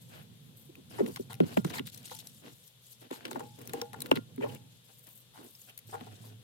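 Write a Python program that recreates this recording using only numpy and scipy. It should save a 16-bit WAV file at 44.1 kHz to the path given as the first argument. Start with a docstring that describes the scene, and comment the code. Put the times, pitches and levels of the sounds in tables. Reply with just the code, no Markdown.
"""Threading a rubber belt

A gloved hand threads a ribbed rubber belt over the pulleys of a stopped engine, close to a phone
in a garage. The loose length of belt slaps and swings briefly and knocks a pulley. Its ribs tick
over metal edges, and the rubber scrapes and squeaks as it sticks and slips. Under it all lie
the rumble of handling, the rustle of the glove and a faint room hum with hiss."""
import sys
import numpy as np
from scipy import signal
from scipy.fft import rfft, irfft, next_fast_len
from scipy.io import wavfile
from scipy.ndimage import uniform_filter1d

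SR = 44100
rng = np.random.default_rng(int(sys.argv[2]) if len(sys.argv) > 2 else 0)


def unload_wav(signal):
    """Save mono or channel-first audio to the path in sys.argv[1] as 16-bit WAV at rate SR, clipped to [-1, 1]."""
    wavfile.write(
        sys.argv[1],
        SR,
        np.round(np.clip(np.atleast_2d(signal).T, -1, 1) * 32767).astype(np.int16),
    )


N = 283563
TIME = np.arange(N) / SR
FFT_SIZE = next_fast_len(N, True)
FREQS = np.fft.rfftfreq(FFT_SIZE, 1 / SR) + 1e-3

# Levels compare rows within a table. A ring time (t60) is the time to fade by 60 dB.
# A phase gap is how far a wave is out of step between the left and right microphones.
# slaps of the belt: (time [s], level [dB], pitch about 4 ms in [Hz], steepness of the pitch fall,
# phase gap [rad], left minus right [dB])
SLAPS = [(1.005, -28.5, 432, 0.058, 2, 2.5), (1.196, -46, 412, 0.34, 2, 2),
         (1.403, -23.5, 433, 0.59, 3, -0.5), (1.57, -28, 542, 0.51, 3.5, 0),
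         (1.5757, -28, 295, 0.41, 4, -3.5), (1.6474, -36.5, 353, 1, 2.5, -2.5),
         (3.112, -42.5, 434, 0.42, 1.58, -2), (3.252, -52, 395, 0.35, 2, 0), (3.317, -51, 423, 0.65, 1, -5),
         (3.36, -45.5, 594, .3, 4, -2), (3.411, -49, 450, 0.099, 3, 5),
         (4.1141, -23.5, 440, 0.99, -2.5, 1.5)]
# swings of the loose belt: (time [s], length [s], level [dB], lower note [Hz], upper note [Hz],
# upper over lower [dB], phase gap of the lower note [rad])
SWINGS = [(0.692, 0.015, -49.5, 352, 488, -12, 1), (0.777, 0.027, -54, 266, 387, -3, 0.5),
          (0.99, 0.021, -30.5, 418, 604, -14, 2), (1.01, 0.01, -36.5, 250, 410, 7, -1.5),
          (1.021, 0.03, -31, 252, 417, -4, -1.1), (1.05, 0.019, -41.5, 211, 433, 3, 1),
          (1.073, 0.031, -45, 197, 367, 5.5, 0.5), (1.194, 0.023, -44, 255, 404, 5.5, 0.5),
          (1.402, 0.044, -30, 158, 385, -4, .5), (1.411, 0.034, -27.5, 226.5, 470, -13, 2.5),
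          (1.45, 0.023, -41.5, 180, 308, -1, 1.5), (1.571, 0.032, -29, 185.4, 388, -9, 1.2),
          (1.647, 0.023, -30, 168, 244, -21, 0.6), (1.796, 0.0174, -36, 280, 430, -3.5, -1.6),
          (3.108, 0.029, -43.5, 266, 430, -10, 0.7), (3.283, .016, -48, 315, 480, -10, 1),
          (3.363, .024, -40, 257, 647, -5, 1), (4.129, 0.013, -28.5, 268, 443, -10, -1.1),
          (4.164, 0.016, -38, 169, 419, 4, 2.2), (4.177, 0.018, -33.5, 247, 407, -11, -1.7),
          (4.378, 0.031, -36.5, 264, 405, -2, 0.7), (4.415, 0.015, -35.5, 400, 530, -4.5, -2.5),
          (4.432, .016, -28, 440, 562, -8.5, -3), (4.443, 0.028, -38.5, 418, 587, -3, -3),
          (5.384, .028, -55, 310, 403, -4, 1), (6.009, 0.027, -47.5, 265, 415, -12, 1)]
# knocks on a pulley: (time [s], level [dB], centre of the blow [Hz], pitch factor, ring time factor)
KNOCKS = [(1.305, -44, 850, 0.95, 0.98), (2.114, -35.5, 900, 1.06, 0.5), (3.128, -41, 1400, 1, 0.76),
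          (3.37, -44, 1100, 0.92, 0.55), (3.404, -38, 800, 1.015, 1.22), (3.738, -25, 371, 0.98, 0.68),
          (3.8179, -28, 420, 0.99, 0.8), (3.935, -41, 850, 0.97, 0.93), (4.449, -34, 700, 1.15, 0.34),
          (4.462, -37, 1000, 1.01, 1.1), (4.9, -55, 1080, 0.96, .5), (5.08, -60, 990, 1.2, 0.6),
          (5.465, -65, 450, 0.81, .4), (5.927, -36, 1000, 0.94, 0.57), (5.943, -31.5, 830, 0.98, 0.67),
          (6.01, -41, 900, 0.91, .4), (6.068, -42, 790, 0.91, 0.59), (6.24, -50, 590, 1.26, 0.34)]
# natural notes of the pulley and its bracket: (pitch [Hz], level [dB], ring time [s], phase gap [rad])
PULLEY_NOTES = [(258, -27, 0.083, -5), (479, -4, 0.16, 1.26), (556, 9.5, 0.008, -1.5),
                (657, -21, 0.51, 3.5), (797, -7, 0.14, 7.5), (821, -14.5, 0.4, 6), (880, -21.5, 0.45, 1.4),
                (1048, -6.5, 0.051, 5), (1390, -16, 0.08, 2.5), (1710, -22, 0.08, 6.5),
                (5440, -7, 0.025, -2)]
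# flicks of small metal edges: (time [s], level [dB], pitch [Hz], ring time [s])
PINGS = [(0.754, -39, 2560, 0.009), (3.256, -35.5, 5620, 0.0086), (3.8155, -22.5, 5580, 0.0086),
         (4.0204, -28.5, 3950, 0.018), (4.1152, -8.5, 2830, 0.0086), (5.552, -41, 5300, 0.01),
         (5.617, -41, 6800, 0.011)]
# squeaks of rubber: (time [s], length [s], level [dB], pitch [Hz])
SQUEAKS = [(1.736, 0.0095, -39, 2140), (1.762, 0.013, -45, 2040), (1.779, 0.016, -38, 1950),
           (1.777, .014, -42, 4300), (1.785, 0.014, -44, 3050), (4.414, 0.031, -44.5, 2650),
           (4.415, 0.035, -45.5, 1910), (4.435, .026, -53, 2280), (4.48, 0.034, -53, 2800),
           (4.552, .025, -55.5, 2600), (5.679, 0.041, -54, 2780)]
# ticks of ribs and glove: (time [s], level [dB], brightness [dB], fade time of the crack [s])
TICKS = [(0.754, -53, -1, .0017), (1.0614, -40, -7.5, 0.002), (1.16, -32.5, -3, 0.0015),
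         (1.33, -42, -2, 0.0017), (1.341, -41, 0, 0.0012), (1.351, -47, 3, 0.0012),
         (1.402, -29, -18, .0012), (1.569, -39, -17, 0.0013), (1.6472, -33, -10.5, 0.00045),
         (1.711, -43, -14, 0.00076), (1.74, -46, -5, .001), (1.754, -48, -9, .001), (1.772, -45, -5, .0008),
         (1.784, -40, -4, .001), (1.7937, -31.5, -15.5, 0.0015), (1.869, -53, 16, 0.0025),
         (1.899, -60, 16, .001), (1.936, -66, 13, .0014), (1.946, -52, 13.5, .001),
         (1.974, -54.5, 12.5, 0.0029), (2.029, -63.5, 16, 0.0014), (2.055, -61, 17.5, 0.0021),
         (2.076, -47, -7, .0008), (2.097, -45.5, -6, 0.0011), (2.1486, -55.5, 15.5, 0.0027),
         (2.189, -52, 14, 0.0016), (2.27, -52.5, 12, 0.0022), (3.1098, -43.5, -9.5, 0.0024),
         (3.2517, -31.5, -8, .0018), (3.28, -46.5, -3, .0015), (3.3101, -46.5, 8, .002),
         (3.33, -40, -4, 0.0011), (3.395, -46, 5.5, .0009), (3.588, -52.5, 3, 0.0027),
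         (3.613, -51, 4.5, .004), (3.674, -47.5, 7, 0.0014), (3.693, -42.5, -4, 0.0026),
         (3.734, -33, 2.5, 0.0015), (3.8147, -32, -1.5, 0.0017), (3.931, -41.5, -2.5, 0.0016),
         (4.0041, -49, 15, 0.0012), (4.0183, -38.5, 6.5, 0.0017), (4.059, -38.5, -8, 0.0018),
         (4.066, -48, 1, .001), (4.1123, -33.5, 2.5, 0.0013), (4.124, -35, -23, .0017),
         (4.155, -38.5, -6, 0.0022), (4.159, -41, -9, 0.002), (4.17, -38.5, -16, 0.0023),
         (4.36, -58, 9, 0.0019), (4.3788, -48, -25, 0.0014), (4.547, -47.5, 3, 0.0021),
         (5.068, -58.5, 11.5, 0.0025), (5.55, -52.5, 0, 0.00054), (5.618, -62, 0, .0007),
         (5.776, -51.5, 10, 0.0025), (5.789, -48.5, 7, 0.0017), (6.008, -47, -13, .002),
         (6.064, -51, -3, .001), (6.124, -55, 1, .001), (6.299, -57, -9, .002)]
# short slips on metal: (time [s], length [s], rasp level [dB], rasp pitch [Hz], hiss level [dB])
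SCRAPES = [(0.128, 0.085, -64, 1680, -65), (0.986, 0.031, -44, 1140, -54.5),
           (1.164, 0.015, -47.5, 1220, -52), (1.303, 0.03, -50, 930, -51.5),
           (1.57, 0.0098, -32, 1190, -42.5), (1.646, 0.009, -41, 990, -43.5),
           (1.698, 0.015, -47.5, 1380, -47), (1.741, 0.035, -46.5, 1100, -43),
           (1.773, 0.022, -45, 1300, -48.5), (1.863, 0.035, -50.5, 2740, -51),
           (2.112, 0.021, -49.5, 910, -49.5), (2.13, 0.032, -75, 3500, -58), (2.19, 0.024, -69, 3500, -48),
           (2.45, 0.079, -59.5, 2000, -60), (3.107, 0.0096, -46.5, 1090, -56),
           (3.131, 0.029, -47.5, 1430, -52), (3.31, 0.015, -44, 1000, -47.5),
           (3.358, 0.0177, -42.5, 950, -60), (3.395, 0.019, -46.5, 920, -54.5),
           (3.935, 0.016, -45.5, 910, -58.5), (4.1152, 0.0041, -23, 900, -61),
           (4.159, 0.02, -39, 1960, -55), (4.41, 0.031, -48, 1320, -61), (4.439, 0.023, -47, 710, -65),
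           (5.348, 0.082, -58.5, 955, -60), (5.933, 0.032, -44, 880, -58), (6.008, .012, -56, 700, -65),
           (6.067, .014, -55, 640, -63), (6.24, 0.058, -71, 525, -65.5)]
# where the engine parts ring along with ticks and slips: (pitch [Hz], width [Hz], boost [dB])
ENGINE_RESONANCES = [(870, 148, 13.5), (1057, 78, 2.5), (1410, 14, 10), (2030, 250, 4), (2900, 730, 2.5),
                     (3760, 420, 5.5), (5460, 150, 1), (6840, 290, 1), (11800, 4700, -1)]
# how hard the belt is handled: (time [s], level [dB])
HANDLING_FORCE = [(0, -53.5), (0.85, -53.5), (1.1, -45), (1.3, -50), (1.45, -47), (1.75, -43), (1.9, -52.5),
                  (2.45, -57.5), (2.7, -67.5), (3.1, -66.5), (3.3, -55), (3.6, -52.5), (4.15, -50),
                  (4.3, -51), (4.5, -47), (4.82, -64.5), (5.1, -62.5), (5.75, -66), (5.98, -55), (6.4, -56)]
# thrums of the tight belt: (time [s], length [s], level [dB])
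THRUMS = [(5.847, 0.21, -52), (6.07, 0.082, -50), (6.195, .17, -49.5)]
# pulls that drag the belt along: (time [s], length [s], level [dB], extra level for the edge [dB])
PULLS = [(0.092, 0.12, -64.5, 8), (0.758, 0.013, -55, -29), (0.898, 0.092, -54, -1),
         (1.011, 0.096, -45, -14), (1.398, 0.13, -51.5, -1), (1.659, 0.12, -46, -3),
         (1.923, 0.35, -69.5, 5.5), (2.414, 0.077, -56.5, -4), (3.008, 0.044, -60, 1), (3.11, 0.16, -58, 2),
         (3.239, 0.2, -47.5, -12.5), (3.572, 0.14, -52.5, -8.5), (3.724, 0.092, -46.5, -7),
         (3.95, 0.21, -49, -10.5), (4.136, 0.028, -50.5, -9), (4.411, 0.14, -48.5, -7.5),
         (4.88, 0.02, -73, 10.5), (5.059, 0.02, -69.5, 11), (5.369, 0.1, -57.5, -6),
         (5.667, 0.037, -72.5, 15), (5.882, 0.2, -58.5, -0.5), (6.107, 0.22, -59.5, -4.5)]
# shifts of the grip: (time [s], length [s], level [dB], treble tilt [dB per octave])
RUSTLES = [(0.0, 0.22, -64.5, 1.5), (0.326, 0.17, -73, 12), (0.553, 0.11, -62.5, 11),
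           (0.892, 0.088, -58.5, 1), (1.057, 0.092, -56, 1), (1.18, 0.044, -55, -0.5),
           (1.45, 0.14, -53.5, -2.5), (1.648, 0.05, -54, 0), (1.913, 0.091, -56, -0.5),
           (2.037, 0.16, -52, -4), (2.23, 0.17, -60, 2), (2.506, 0.18, -62.5, 4.5),
           (2.811, 0.082, -60.5, 2), (2.89, 0.035, -55, 3), (2.994, 0.031, -58, 1),
           (3.113, 0.069, -56, -1.5), (3.424, 0.45, -63.5, -1.5), (4.47, 0.086, -59.5, 2),
           (4.69, 0.066, -66.5, -5), (4.837, 0.38, -62, 9.5), (5.424, 0.27, -58.5, 5),
           (5.863, 0.076, -55, 2), (5.995, 0.29, -63.5, -4.5), (6.214, .06, -63.5, 2)]

# tone colours, the strength of each noise from bass to treble: (frequency [Hz], level [dB])
RUMBLE_COLOUR = [(20, -67), (50, -30), (80, -9), (115, 8), (160, 2.5), (240, -4), (330, -22), (700, -43)]  # the held belt
BODY_COLOUR = [(130, -30), (240, 5), (380, -0.5), (490, 0.5), (620, -13), (810, -12), (1100, -12),
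               (1500, -47), (3000, -31)]  # the drone of the belt's body
RASP_COLOUR = [(300, -7.5), (700, 9.5), (1100, -2), (1500, 4.5), (2200, -0.5), (2900, 3.5), (3600, -2.5),
               (4600, -6.5), (7000, -23), (16000, -55)]  # the belt's rubbing edge
HISS_COLOUR = [(1500, -24), (3000, 3), (3900, 4), (5200, 3), (6500, 2.5), (8500, 4.5), (11000, 2.5),
               (13200, 5.5), (16000, -7)]  # fine rubbing of belt and glove
CRACK_COLOUR = [(1500, -33.5), (3000, -3.5), (3900, 3), (6500, 3), (8500, 4.5), (11000, 6.5), (13200, 7.5),
                (16000, 2.5)]  # the treble of a tick
ROOM_COLOUR = [(20, -32.5), (60, -12), (90, -20), (120, -5), (170, -12), (300, -24.5), (490, -9.5),
               (700, -18.5), (1300, -19), (2300, -18), (3500, -8.5), (5000, -19), (13000, -19),
               (16000, -31.5)]  # room noise and microphone hiss

# how alike the two microphones hear the belt: (frequency [Hz], likeness [1 same, -1 opposite])
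BELT_LIKENESS = [(60, 0.6), (160, 0.83), (300, 0.42), (550, -0.06), (1000, -0.5), (2500, -0.15),
                 (4500, 0.21), (16000, -0.11)]
# how alike they hear the room: (frequency [Hz], likeness [1 same, -1 opposite])
ROOM_LIKENESS = [(60, 1), (300, 1), (700, 0.19), (1500, -0.16), (3500, 0.035), (6000, -0.42), (16000, 0.39)]
# the left microphone is nearer the pulleys: (frequency [Hz], left minus right [dB])
STEREO_BALANCE = [(60, -2.5), (180, -2.5), (330, -1), (600, 2), (1200, 2.5), (3000, 3), (6000, 4),
                  (16000, 4.5)]


def slaps(low_hz=170, arrival_s=0.0046, rise_s=0.003, settle_s=0.016, fade_cycles=4.94, rough=0.17):
    """High notes travel faster along a bending belt, so a slap falls in pitch and dies at once."""
    out, t = np.zeros((2, N)), TIME[:int(.06 * SR)]
    for s, db, pitch_hz, fall, phase_gap, left_db in SLAPS:
        age = (np.minimum(t, settle_s) + 0.00046) / arrival_s
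        hz = low_hz + (pitch_hz - low_hz) * age ** -fall
        wobble = uniform_filter1d(rng.standard_normal(N // 2), size=100)[:len(t)] * 10
        attack = rise(t, rise_s) ** 1.24
        decay = np.exp(-2 * (t * pitch_hz / fade_cycles) ** 1.72)
        wave = attack * decay * np.exp(2j * np.pi * np.cumsum(hz * (1 + rough * wobble)) / SR)
        # one face of the belt pushes air as the other pulls, so left and right are out of step
        lag = phase_gap * (np.minimum(hz, pitch_hz) / pitch_hz) ** 0.86
        pair = np.imag([wave, wave * np.exp(1j * lag)]) * undb(panned(left_db))
        strength = np.sqrt(np.sum(pair ** 2) / (2 * 0.059 * SR))
        add(out, s, pair * undb(db) / strength)
    return out


def swings(gain_db=4, rough=0.088, upper_gap_rad=2.33):
    """The belt between hand and pulley swings on two notes until the rubber lies down and stops."""
    out = np.zeros((2, N))
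    for s, length, db, lower_hz, upper_hz, upper_db, phase_gap in SWINGS:
        t = TIME[:int(length * SR)]
        wobble = np.interp(t * 200, np.arange(40), rng.standard_normal(40))
        uneven_time = t + rough * np.cumsum(wobble) / SR
        lower = stereo_sine(lower_hz, uneven_time, phase_gap)
        upper = stereo_sine(upper_hz, uneven_time, upper_gap_rad)
        swell = np.sin(np.pi * t / length) ** 0.39
        add(out, s, (lower + undb(upper_db) * upper) * swell * undb(db + gain_db))
    return out


def thuds(hz=158, gain_db=-13, t60=0.12, rise_s=0.0068):
    """After each slap the whole loose length shudders briefly on its lowest note."""
    out, t = np.zeros((2, N)), TIME[:SR // 5]
    for (s, db, *_), detune in zip(SLAPS, rng.uniform(-0.084, 0.056, len(SLAPS))):
        ring = np.sin(2 * np.pi * hz * (1 + detune) * t) * rise(t, rise_s) * fade(t, t60)
        add(out, s, ring[None] * undb(db + gain_db))
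    return out


def knocks(gain_db=2, focus_db_per_octave=5, contact_s=0.0015, scatter_db=2):
    """The belt lands on a pulley and rings it; rubber lying on the rim shifts and chokes the notes."""
    out, t = np.zeros((2, N)), TIME[:int(.4 * SR)]
    for s, db, centre_hz, tuning, ring_factor in KNOCKS:
        ring = 0
        chances = rng.uniform(-0.5, 1, (len(PULLEY_NOTES), 2))
        for (hz, note_db, t60, phase_gap), (detune, luck) in zip(PULLEY_NOTES, chances):
            note = stereo_sine(hz * tuning * (1 + .01 * detune), t, -phase_gap)
            octaves_away = abs(np.log2(hz / centre_hz))  # a blow favours notes near its centre
            size = undb(note_db + scatter_db * luck - focus_db_per_octave * octaves_away)
            ring = ring + size * fade(t, t60 * ring_factor) * note
        add(out, s, ring * rise(t, contact_s) * undb(db + gain_db))
    return out


def pings(rise_s=0.00015, gap_rad=2.06):
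    """A metal edge, flicked by a rib, rings for an instant on one high note."""
    out, t = np.zeros((2, N)), TIME[:SR // 10]
    for s, db, hz, t60 in PINGS:
        add(out, s, undb(db) * stereo_sine(hz, t, -gap_rad) * rise(t, rise_s) * fade(t, t60))
    return out


def squeaks():
    """The rubber catches on a smooth rim and squeaks faintly around one pitch."""
    out, source = np.zeros((2, N)), grains(rate=340, depth_db=-2.5)
    for s, length, db, hz in SQUEAKS:
        add(out, s, burst(source, s, np.hanning(int(length * SR)), hz, band_ratio=1.17) * undb(db))
    return out


def ticks(snap_hz=2720, snap_db=7, treble_db=11, tail_db=-28, tail_s=.008, left_db=1.5):
    """A rib snaps over an edge: a crisp or blunt crack that scatters among the engine parts."""
    snaps, treble, t = np.zeros((2, N)), np.zeros((2, N)), TIME[:int(.06 * SR)]
    source = grains(rate=6700, depth_db=4.0)
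    for s, db, bright_db, crack_s in TICKS:
        tail = undb(tail_db) * np.exp(-t / tail_s)
        crack = rise(t, crack_s) * (np.exp(-t / crack_s) + tail)
        hz = snap_hz * 2 ** (.031 * bright_db)  # a harder tick has more treble and snaps higher
        add(snaps, s, burst(source, s, crack, hz, band_ratio=1.81) * undb(db + snap_db))
        add(treble, s, crack[None] * undb(db + bright_db + treble_db))
    return snaps + shimmer(colour(treble * source, CRACK_COLOUR)) * undb(panned(left_db))


def scrapes(rasp_gain_db=-4.5):
    """The belt slips a short way over metal: a quick swell of coarse sticking and slipping."""
    rasp, hiss = np.zeros((2, N)), np.zeros((2, N))
    source = grains(rate=520, depth_db=6) / 2 + crackle(rate=330, scatter_db=4, decay_s=.0006)
    for s, length, rasp_db, hz, hiss_db in SCRAPES:
        start = s - length / 4  # the swell spills a quarter of the length past each end
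        swell = np.sin(np.pi * np.linspace(0, 1, int(1.5 * length * SR)) ** .75)
        add(rasp, start, burst(source, s, swell, hz, band_ratio=1.93) * undb(rasp_db + rasp_gain_db))
        add(hiss, start, swell[None] * undb(hiss_db))
    return rasp + shimmer(friction(hiss, HISS_COLOUR, grain_rate=1400, grain_db=2.0))


def handling(rumble_db=-2, body_db=-15, rasp_db=-24):
    """The held belt rumbles and rubs all the while, louder the harder it is handled."""
    force = undb(np.interp(TIME, *np.transpose(HANDLING_FORCE)))
    return (friction(force * undb(rumble_db), RUMBLE_COLOUR, grain_rate=23, grain_db=2.5)
            + friction(force * undb(body_db), BODY_COLOUR, grain_rate=53, grain_db=-2.5)
            + friction(force * undb(rasp_db), RASP_COLOUR, grain_rate=300, grain_db=-2.5))


def thrums(hz=108, octave_db=-16):
    """Pulled tight, the belt thrums like a string on one low, wavering note."""
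    force = np.zeros((1, N))
    for s, length, db in THRUMS:
        add(force, s, undb(db) * stroke(length, attack_s=0.025, change_db=0, release_s=0.022))
    phase = 2 * np.pi * np.cumsum(hz * flutter(rate=30, depth_db=.3)) / SR
    return force * (np.sin(phase) + undb(octave_db) * np.sin(2 * phase))


def sliding(body_db=-1, rasp_db=-4, catch_db=-6):
    """The belt is drawn along in uneven pulls: its body drones, its edge rasps and catches."""
    body, edge = np.zeros((1, N)), np.zeros((1, N))
    for s, length, db, edge_db in PULLS:
        force = undb(db) * stroke(length, attack_s=0.013, change_db=1.5, release_s=0.02)
        add(body, s, force)
        add(edge, s, force * undb(edge_db))
    grip = flutter(rate=45, depth_db=2.5)
    catches = crackle(rate=220, scatter_db=4, decay_s=.0006)
    return (colour(catches * edge * undb(catch_db), RASP_COLOUR)
            + friction(body * grip * undb(body_db), BODY_COLOUR, grain_rate=160, grain_db=3.5)
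            + friction(edge * grip * undb(rasp_db), RASP_COLOUR, grain_rate=250, grain_db=0.5))


def rustling(crinkle_db=-5.5):
    """The glove shifts on the back of the belt with a fine hiss and scattered dry crackles."""
    force = np.zeros((1, N))
    for s, length, db, _ in RUSTLES:
        add(force, s, undb(db) * stroke(length, attack_s=0.018, change_db=-1.5, release_s=0.026))
    starts, lengths, _, tilts = np.transpose(RUSTLES)
    tilt = np.interp(TIME, starts + lengths / 2, tilts)
    grip = flutter(rate=70, depth_db=2.5)
    snaps = crackle(rate=170, scatter_db=5, decay_s=.0005)
    texture = grains(rate=5700, depth_db=3.0) + undb(crinkle_db) * snaps
    return shimmer(colour(texture * force * grip, HISS_COLOUR), tilt)


def narrow_belt(x, cut_hz=85):
    """So narrow a strip of rubber gives off no deep bass."""
    return signal.sosfilt(signal.butter(3, cut_hz, "highpass", fs=SR, output="sos"), x)


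def engine_parts(x):
    """The engine's metal boosts a sound near its own notes, which ring on briefly."""
    boosts = [1 + (undb(db) - 1) / (1 + 1j * (FREQS / hz - hz / FREQS) * hz / width)
              for hz, width, db in ENGINE_RESONANCES]
    return filtered(x, np.prod(boosts, axis=0))


def garage(x, t60=0.14, echo_db=-23, dull_hz=3500, delay_s=.004):
    """The engine bay and the walls add a weak, dull echo."""
    t = TIME[:SR // 2]
    tail = rng.standard_normal((2, len(t))) * fade(t, t60) * (t > delay_s)
    tail /= np.sqrt(np.sum(tail ** 2) / 2)
    tail = signal.sosfilt(signal.butter(1, dull_hz, fs=SR, output="sos"), tail)
    return x + undb(echo_db) * signal.fftconvolve(x, tail, axes=1)[:, :N]


def background(hiss_db=-64, hum_hz=120, hum_db=-70, left_db=4):
    """Steady room noise and microphone hiss, with a hum that wavers in level."""
    noise = colour(spread(rng.standard_normal((2, N)), ROOM_LIKENESS), ROOM_COLOUR)
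    hum = np.sqrt(2) * np.sin(2 * np.pi * hum_hz * TIME) * flutter(rate=7.2, depth_db=2.0)
    return (undb(hiss_db) * noise + undb(hum_db) * hum) * undb(panned(left_db))


def grains(rate, depth_db):
    """Tiny catches and releases of rubber: stereo noise with a flickering level."""
    return spread(rng.standard_normal((2, N)) * flutter(rate, depth_db), BELT_LIKENESS)


def friction(force, tone, grain_rate, grain_db):
    """Rubbing: grains as strong as the force, given a tone colour."""
    return colour(grains(grain_rate, grain_db) * force, tone)


def crackle(rate, scatter_db, decay_s):
    """Dry snaps of sticking rubber, at random moments and of uneven size."""
    hits = rng.random(N) < rate / SR
    sizes = undb(scatter_db * np.clip(rng.standard_normal(N), -2, 1.5))
    envelope = signal.lfilter([1], [1, -np.exp(-1 / (decay_s * SR))], hits * sizes)
    return spread(rng.standard_normal((2, N)), BELT_LIKENESS) * unit_power(envelope)


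def burst(source, s, shape, hz, band_ratio):
    """A burst of grains around a pitch: the stiffer the contact, the higher."""
    band_hz = [hz / band_ratio, min(hz * band_ratio, SR / 3)]
    bandpass = signal.butter(3, band_hz, "bandpass", fs=SR, output="sos")
    start = int(s * SR)
    piece = source[:, start:start + len(shape)] * shape
    sound = signal.sosfilt(bandpass, np.pad(piece, ((0, 0), (0, SR // 100))))
    energy = np.mean(np.sum(sound ** 2, axis=1))
    return sound * np.sqrt(np.sum(shape ** 2) / energy)


def shimmer(x, tilt=0, rate=90, depth_db=4.5, bands=14):
    """Each narrow treble band flickers in level on its own; tilt is in dB per octave."""
    centres = np.log2(np.geomspace(2500, 14000, bands) / 9000)
    octaves = np.log2(FREQS / 9000)
    out = 0
    for centre, share in zip(centres, np.eye(bands)):
        band = filtered(x, np.interp(octaves, centres, share))
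        out = out + band * flutter(rate, depth_db) * undb(tilt * centre)
    return out


def stroke(length, attack_s, change_db, release_s):
    """One move of the hand: the force builds, drifts by change_db, then lets go."""
    t = TIME[None, :int((length + 6 * release_s) * SR)]
    attack = np.minimum(t / attack_s, 1)
    drift = undb(change_db * np.minimum(t / length, 1))
    release = np.exp(-np.maximum(t - length, 0) / release_s)
    return attack * drift * release


def flutter(rate, depth_db):
    """A gain that wanders to a new random value rate times a second."""
    steps = np.clip(rng.standard_normal(N), -2, 2)
    return unit_power(undb(depth_db * np.interp(TIME * rate, np.arange(N), steps)))


def colour(x, tone):
    """Give a sound a tone colour from a table."""
    gain = unit_power(undb(curve(tone)))
    # folding the cepstrum makes the filter ring only after a sound, never before it
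    cepstrum = irfft(np.log(gain), FFT_SIZE)
    cepstrum[1:FFT_SIZE // 2] *= 2
    cepstrum[FFT_SIZE // 2:] = 0
    return filtered(x, np.exp(rfft(cepstrum)))


def spread(x, likeness):
    """Turn two unrelated signals into left and right with a given likeness."""
    alike = np.clip(curve(likeness), -.98, .98)
    mid, side = filtered(x, np.sqrt([(1 + alike) / 2, (1 - alike) / 2]))
    return np.array([mid + side, mid - side])


def curve(points):
    """Join (frequency, value) points with lines that run straight on an octave scale."""
    hz, value = np.transpose(points)
    return np.interp(np.log(FREQS), np.log(hz), value)


def filtered(x, gain):
    """Turn each frequency up or down by its own gain."""
    return irfft(rfft(x, FFT_SIZE) * gain, FFT_SIZE)[..., :N]


def stereo_sine(hz, t, gap_rad):
    """A pure note whose right side runs ahead by gap_rad."""
    return np.sin(2 * np.pi * hz * t + np.array([[0], [gap_rad]]))


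def rise(t, rise_s):
    """Climb smoothly from 0 towards 1."""
    return 1 - np.exp(-t / rise_s)


def fade(t, t60):
    """Die away by 60 dB every t60 seconds."""
    return np.exp(-np.log(1000) * t / t60)


def unit_power(x):
    """Scale to an average power of 1."""
    return x / np.sqrt(np.mean(x ** 2))


def undb(db):
    """Decibels to gain."""
    return 10 ** (np.asarray(db) / 20)


def panned(db):
    """Split a level difference into left and right dB."""
    return np.array([[1], [-1]]) * db / 2


def add(out, s, sound):
    """Mix a sound in at s seconds."""
    i = max(int(s * SR), 0)
    out[:, i:i + sound.shape[1]] += sound[:, :max(N - i, 0)]


def scene():
    """All the belt's sounds with the garage's echo, over the hum and hiss."""
    loose_belt = narrow_belt(slaps() + swings() + thuds())
    on_metal = knocks() + pings() + squeaks() + engine_parts(ticks() + scrapes())
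    in_hand = handling() + thrums() + sliding() + rustling()
    balance = undb(panned(curve(STEREO_BALANCE)))
    return garage(filtered(loose_belt + on_metal + in_hand, balance)) + background()


def record(dry, top_hz=16100):
    """The phone cuts off the highest treble."""
    return signal.sosfilt(signal.ellip(10, .2, 70, top_hz, fs=SR, output="sos"), dry)


dry = scene()
out = record(dry)
unload_wav(out)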